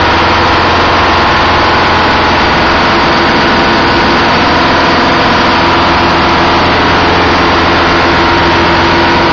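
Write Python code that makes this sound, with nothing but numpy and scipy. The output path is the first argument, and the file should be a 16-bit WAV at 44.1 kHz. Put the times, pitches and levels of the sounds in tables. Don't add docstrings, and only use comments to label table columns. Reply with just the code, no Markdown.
import sys
import numpy as np
from scipy import signal
from scipy.fft import rfft, irfft
from scipy.io import wavfile
from scipy.ndimage import uniform_filter1d

SR = 44100
rng = np.random.default_rng(int(sys.argv[2]) if len(sys.argv) > 2 else 0)


def transcribe(signal):
    frames = np.atleast_2d(signal).T
    limited = np.clip(frames, -1, 1)
    pcm = np.round(limited * 32767).astype(np.int16)
    wavfile.write(sys.argv[1], SR, pcm)


def attenuation_scalar(level_db):
    decades = np.asarray(level_db, float) / 20
    return 10 ** decades


N = 411012

# frequency in Hz, density in dB.
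ROAR_SPECTRUM = [(12, -35), (20, -4.5), (76, -5), (207, -10.5), (331, -2.5), (555, -6.5), (953, -4.5),
                 (1130, -4.5), (1250, -2), (4600, -16), (7170, -48), (9320, -77.5), (15800, -120)]
# time in seconds, place along in m, place across in m.
PATH = [(0.0, 1.186, 1.022), (0.55, 1.129, 0.997), (1.1, 1.11, 0.999), (1.64, 1.065, 0.96),
        (2.19, 1.058, 0.931), (2.86, 0.928, 0.868), (3.13, 0.878, 0.857), (4.15, 0.875, 0.845),
        (4.39, 0.79, 0.565), (4.6, 0.726, 0.562), (5.48, 0.753, 0.562), (5.79, 0.514, 0.5),
        (6.58, 0.5, 0.518), (7.1, 0.504, 0.758), (7.49, 0.558, 0.77), (8.0, 0.574, 0.795),
        (8.77, 0.537, 0.939), (9.32, 0.684, 0.923)]
# multiple of the cycle rate, level at a loop in dB,
# slant in degrees, loop along in m, loop across in m.
ENGINE_WAVES = [(3, -19.0, 66.8, 3.698, -0.147), (4, -13.1, 30.0, 1.981, 1.441),
                (6, -16.8, 55.2, 1.816, 0.267), (8, -23.0, 53.8, 0.232, 0.789),
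                (9, -28.1, 57.6, 1.067, 0.651), (10, -30.7, 62.0, 1.155, 0.641),
                (11, -20.1, 5.5, 0.951, -1.728), (12, -21.4, 23.3, 0.701, 0.56),
                (13, -14.9, 87.5, -4.9, 0.702), (15, -18.9, 85.7, 4.073, 0.934),
                (16, -19.0, 80.9, -0.079, 0.856), (20, -19.4, 54.7, 1.096, 0.726),
                (22, -23.7, 16.1, 0.77, 0.74), (24, -25.4, 49.9, 0.996, 0.652),
                (27, -29.8, 9.5, 0.785, 0.953), (28, -18.4, 84.8, 2.408, 0.565),
                (30, -22.9, 82.9, 1.759, 0.614), (31, -17.0, 5.3, 0.939, -0.414),
                (32, -15.6, 39.9, 1.02, 0.721), (33, -19.7, 5.0, 1.018, -0.331),
                (34, -19.0, 3.6, 0.995, -0.705), (36, -15.6, 87.0, 2.582, 0.621)]
# multiple of the cycle rate, level at a loop in dB,
# slant in degrees, loop along in m, loop across in m.
BLOCK_WAVES = [(37, -21.6, 86.2, 1.987, 0.727), (38, -25.4, 66.7, 0.954, 0.78),
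               (39, -25.1, 23.2, 0.877, 0.452), (40, -19.5, 75.5, 1.139, 0.732),
               (41, -26.6, 84.2, 0.836, 0.782), (42, -19.9, 1.7, 0.886, -1.779),
               (43, -23.0, 14.3, 0.937, 0.866), (44, -14.2, 69.9, 0.695, 0.689),
               (45, -16.2, 2.2, 0.986, 2.583), (46, -11.9, 5.5, 0.908, -0.098),
               (47, -17.4, 4.7, 0.914, -0.199), (48, -21.8, 81.0, 0.935, 0.627),
               (49, -20.3, 18.9, 0.916, 0.718), (50, -17.3, 60.5, 1.031, 0.647),
               (51, -23.2, 83.8, 1.509, 0.697), (52, -19.4, 85.1, 1.681, 0.651),
               (56, -25.0, 46.8, 0.932, 0.72), (57, -17.4, 88.0, 2.709, 0.709),
               (61, -25.4, 7.0, 0.915, 0.666), (64, -22.7, 50.9, 0.952, 0.664),
               (68, -21.4, 9.7, 0.955, 0.837), (69, -24.1, 80.1, 0.893, 0.718)]
# multiple of the pump rate, level at a loop in dB,
# slant in degrees, loop along in m, loop across in m.
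PUMP_WAVES = [(3, -21.3, 74.8, -0.947, 0.98), (4, -22.8, 21.6, 1.005, 0.281),
              (6, -15.2, 50.0, 0.662, 0.996), (9, -22.0, 50.8, 0.734, 0.89)]
# multiple of the pump rate, level in dB.
PUMP_WEAK = [(11, -29), (12, -32.5), (18, -41.5), (21, -38)]
# multiple of the engine cycle rate, level in dB.
EXTRA_TONES = [(9.385, -32), (3.385, -41), (3.032, -35)]
# frequency in Hz, level in dB.
LOW_ORDER_LEVELS = [(21, -48), (45, -39), (110, -36), (350, -34), (520, -36), (800, -32), (1150, -34),
                    (1500, -33)]
# frequency in Hz, level in dB.
HIGH_ORDER_LEVELS = [(1500, -39.5), (1900, -36.5), (2300, -44), (3200, -46.5), (4500, -71)]
# place in the cycle 0-1, order it rings at, orders either side in step,
# moment it is heard whole in seconds.
BLOCK_KNOCK = (.22, 46, 3, 5.0)
# place in the cycle 0-1, order, orders in step, moment in seconds.
SMEARED_KNOCK = (0, 0, 0, 8.6)
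ROUNDING_EDGES_HZ = (0, 400, 800, 1200, 1700, 2300, 3000, 3700, 4400, 5000, 5600, 6200, 6850, 7500, 22050)
# frequency in Hz, step over the band's rms in dB.
ROUNDING_STEPS = [(300, -10), (2000, -6), (4000, 0), (4700, 4), (5300, 8.5), (5900, 9.5), (6500, 10),
                  (7200, 11)]

CYCLE_HZ, HUNT_HZ = 21.521, .012
HUNT_PERIOD_S, HUNT_TOP_S = 3.35, 1.45
PUMP_GEAR, PUMP_LEAD = 2.60625, 1.644
SOUND_M_PER_S, NODE_FILL = 343, .2
GAP_ALONG_M, GAP_WIDTH_M = .8, .17


def evened(x):
    return x / np.sqrt(np.mean(abs(x) ** 2) + 1e-20)


def column(rows, t, index):
    rows = np.array(rows)
    return np.interp(t, rows[:, 0], rows[:, index])


def coloured(points):
    f, db = np.transpose(points)
    hz = np.fft.rfftfreq(N, 1 / SR)
    weight = attenuation_scalar(np.interp(np.log(hz + 1), np.log(f + 1), db))
    return evened(irfft(rfft(rng.standard_normal(N)) * weight, N))


def band(x, low_hz, high_hz):
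    return signal.sosfilt(signal.butter(2, [low_hz, high_hz], "band", fs=SR, output="sos"), x)


def crank(t):
    hz = CYCLE_HZ + HUNT_HZ * np.cos(2 * np.pi * (t - HUNT_TOP_S) / HUNT_PERIOD_S)
    return 2 * np.pi * np.cumsum(hz) * (t[1] - t[0])


def eight_knocks():
    return 8 * crank(np.arange(N) / SR) / (2 * np.pi)


def uneven(turns, spread_db):
    return attenuation_scalar(spread_db * rng.standard_normal(8))[turns.astype(int) % 8]


def gap(t):
    return np.exp(-((column(PATH, t, index=1) - GAP_ALONG_M) / GAP_WIDTH_M) ** 2)


def roar():
    t = np.arange(N) / SR
    rumble = evened(band(rng.standard_normal(N), 203, 300))
    return attenuation_scalar(-13.5) * coloured(ROAR_SPECTRUM) + attenuation_scalar(-29 + 6 * gap(t)) * rumble


def injectors():
    t = np.arange(N) / SR
    turns = eight_knocks()
    strength = uneven(turns, 4.6)
    spits = (1.2 + strength * np.exp(-(turns % 1) / 0.73)) * rng.standard_normal(N)
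    return attenuation_scalar(-28.5 + 3.0 * gap(t)) * evened(band(spits, 4400, 4850))


def clatter():
    turns = eight_knocks()
    strength = uneven(turns, 5.0)
    knocks = strength * np.exp(-(turns % 1) / .3) * rng.standard_normal(N)
    return attenuation_scalar(-27.0) * evened(band(knocks, 1500, 4200))


def drift(t, steady, per_s):
    knots = np.arange(0, t[-1] + 1, 1 / 20)
    hz, start = per_s * rng.standard_normal((6, 1)), rng.random((6, 1))
    g = steady + evened(np.exp(2j * np.pi * (hz * knots + start)).sum(0))
    g = evened(g) * np.exp(2j * np.pi * rng.random())
    return np.interp(t, knots, abs(g)), np.interp(t, knots, np.unwrap(np.angle(g)))


def drifting(t, angle, rows, steady, per_s):
    out = np.zeros(len(t))
    for k, db in rows:
        size, shift = drift(t, steady, per_s)
        out += attenuation_scalar(db) * size * np.cos(k * angle + shift)
    return out


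def standing(t, angle, gear, rows, knock):
    place, centre, reach, whole_s = knock
    along, across = column(PATH, t, index=1), column(PATH, t, index=2)
    out = np.zeros(len(t))
    for k, db, slant, along_m, across_m in rows:
        wave = 2 * np.pi * k * gear * CYCLE_HZ / SOUND_M_PER_S * np.exp(1j * np.radians(slant))
        shape = np.cos(wave.real * (along - along_m)) * np.cos(wave.imag * (across - across_m))
        shape = shape + 1j * NODE_FILL
        turn = np.angle(shape) - np.interp(whole_s, t, np.angle(shape))
        smear = .67 * (abs(k - centre) > reach) * k * k
        out += attenuation_scalar(db) * abs(shape) * np.cos(k * (angle - 2 * np.pi * place) + smear + turn)
    return out


def pump_orders(t, angle):
    pump = PUMP_GEAR * angle
    loud = standing(t, pump + PUMP_LEAD, PUMP_GEAR, PUMP_WAVES, SMEARED_KNOCK)
    return attenuation_scalar(-0.28) * loud + drifting(t, pump, PUMP_WEAK, 0.74, 0.257)


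def weak_orders(t, angle):
    low = np.setdiff1d(np.arange(1, 71), [row[0] for row in ENGINE_WAVES + BLOCK_WAVES])
    f, db = np.transpose(LOW_ORDER_LEVELS)
    low_db = np.interp(np.log(low * CYCLE_HZ), np.log(f), db) + 1.33 * rng.standard_normal(len(low))
    high = np.arange(71, 165)
    f, db = np.transpose(HIGH_ORDER_LEVELS)
    high_db = np.interp(high * CYCLE_HZ, f, db) + 1.8 * (high % 2 == 0)
    high_db += 2.1 * rng.standard_normal(len(high))
    tones = drifting(t, angle, [*zip(low, low_db), *EXTRA_TONES], 0.51, 0.3037)
    return tones + drifting(t, angle, zip(high, high_db), 0.33, 0.4545)


def orders():
    t = np.arange(N // 4 + 1) * 4 / SR
    angle = crank(t)
    tones = pump_orders(t, angle) + weak_orders(t, angle)
    tones += attenuation_scalar(-0.17) * standing(t, angle, 1, ENGINE_WAVES, SMEARED_KNOCK)
    tones += attenuation_scalar(0.2) * standing(t, angle, 0.99, BLOCK_WAVES, BLOCK_KNOCK)
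    return attenuation_scalar(3.5) * signal.resample_poly(tones, 4, 1)[:N]


def scene():
    return (roar() + injectors() + clatter() + orders())[None]


def spectral_rounding(x, size=1024):
    n, k = np.arange(2 * size), np.arange(size // 2)
    window = np.sin(np.pi * (n + .5) / (2 * size))
    basis = window * np.cos(np.pi / size * np.outer(k + .5, n + .5 + size / 2))
    padded = np.pad(x, (size, 2 * size))
    starts = np.arange(len(x) // size + 2) * size
    c = padded[starts[:, None] + n] @ basis.T
    hz = (k + .5) * SR / (2 * size)
    which = np.searchsorted(ROUNDING_EDGES_HZ, hz) - 1
    member = which[:, None] == np.arange(len(ROUNDING_EDGES_HZ) - 1)
    rms = np.sqrt(uniform_filter1d(c ** 2, size=3, axis=0) @ member / member.sum(0))
    mid_hz = hz @ member / member.sum(0)
    step_db = np.interp(mid_hz, *np.transpose(ROUNDING_STEPS)) + 1.6 * rng.standard_normal(rms.shape)
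    step = (rms * attenuation_scalar(step_db))[:, which] + 1e-9
    rounded = np.sign(c) * np.floor(abs(c) / step + .45) * step
    frames = rounded @ basis * 2 / size
    return (frames[1:, :size] + frames[:-1, size:]).ravel()[:len(x)]


def low_pass(x):
    return signal.sosfilt(signal.butter(12, 7320, fs=SR, output="sos"), x)


def record(dry):
    hot = attenuation_scalar(5.0) * dry / 0.64
    clipped = 0.59 * hot / (1 + abs(hot) ** 6) ** (1 / 6)
    coupled = signal.lfilter(*signal.butter(1, 9., "high", fs=SR), clipped) - .005
    dull = signal.sosfilt(signal.butter(7, 5720, fs=SR, output="sos"), coupled)
    mix = spectral_rounding(dull[0])[None]
    return low_pass(mix)


dry = scene()
out = record(dry)
transcribe(out)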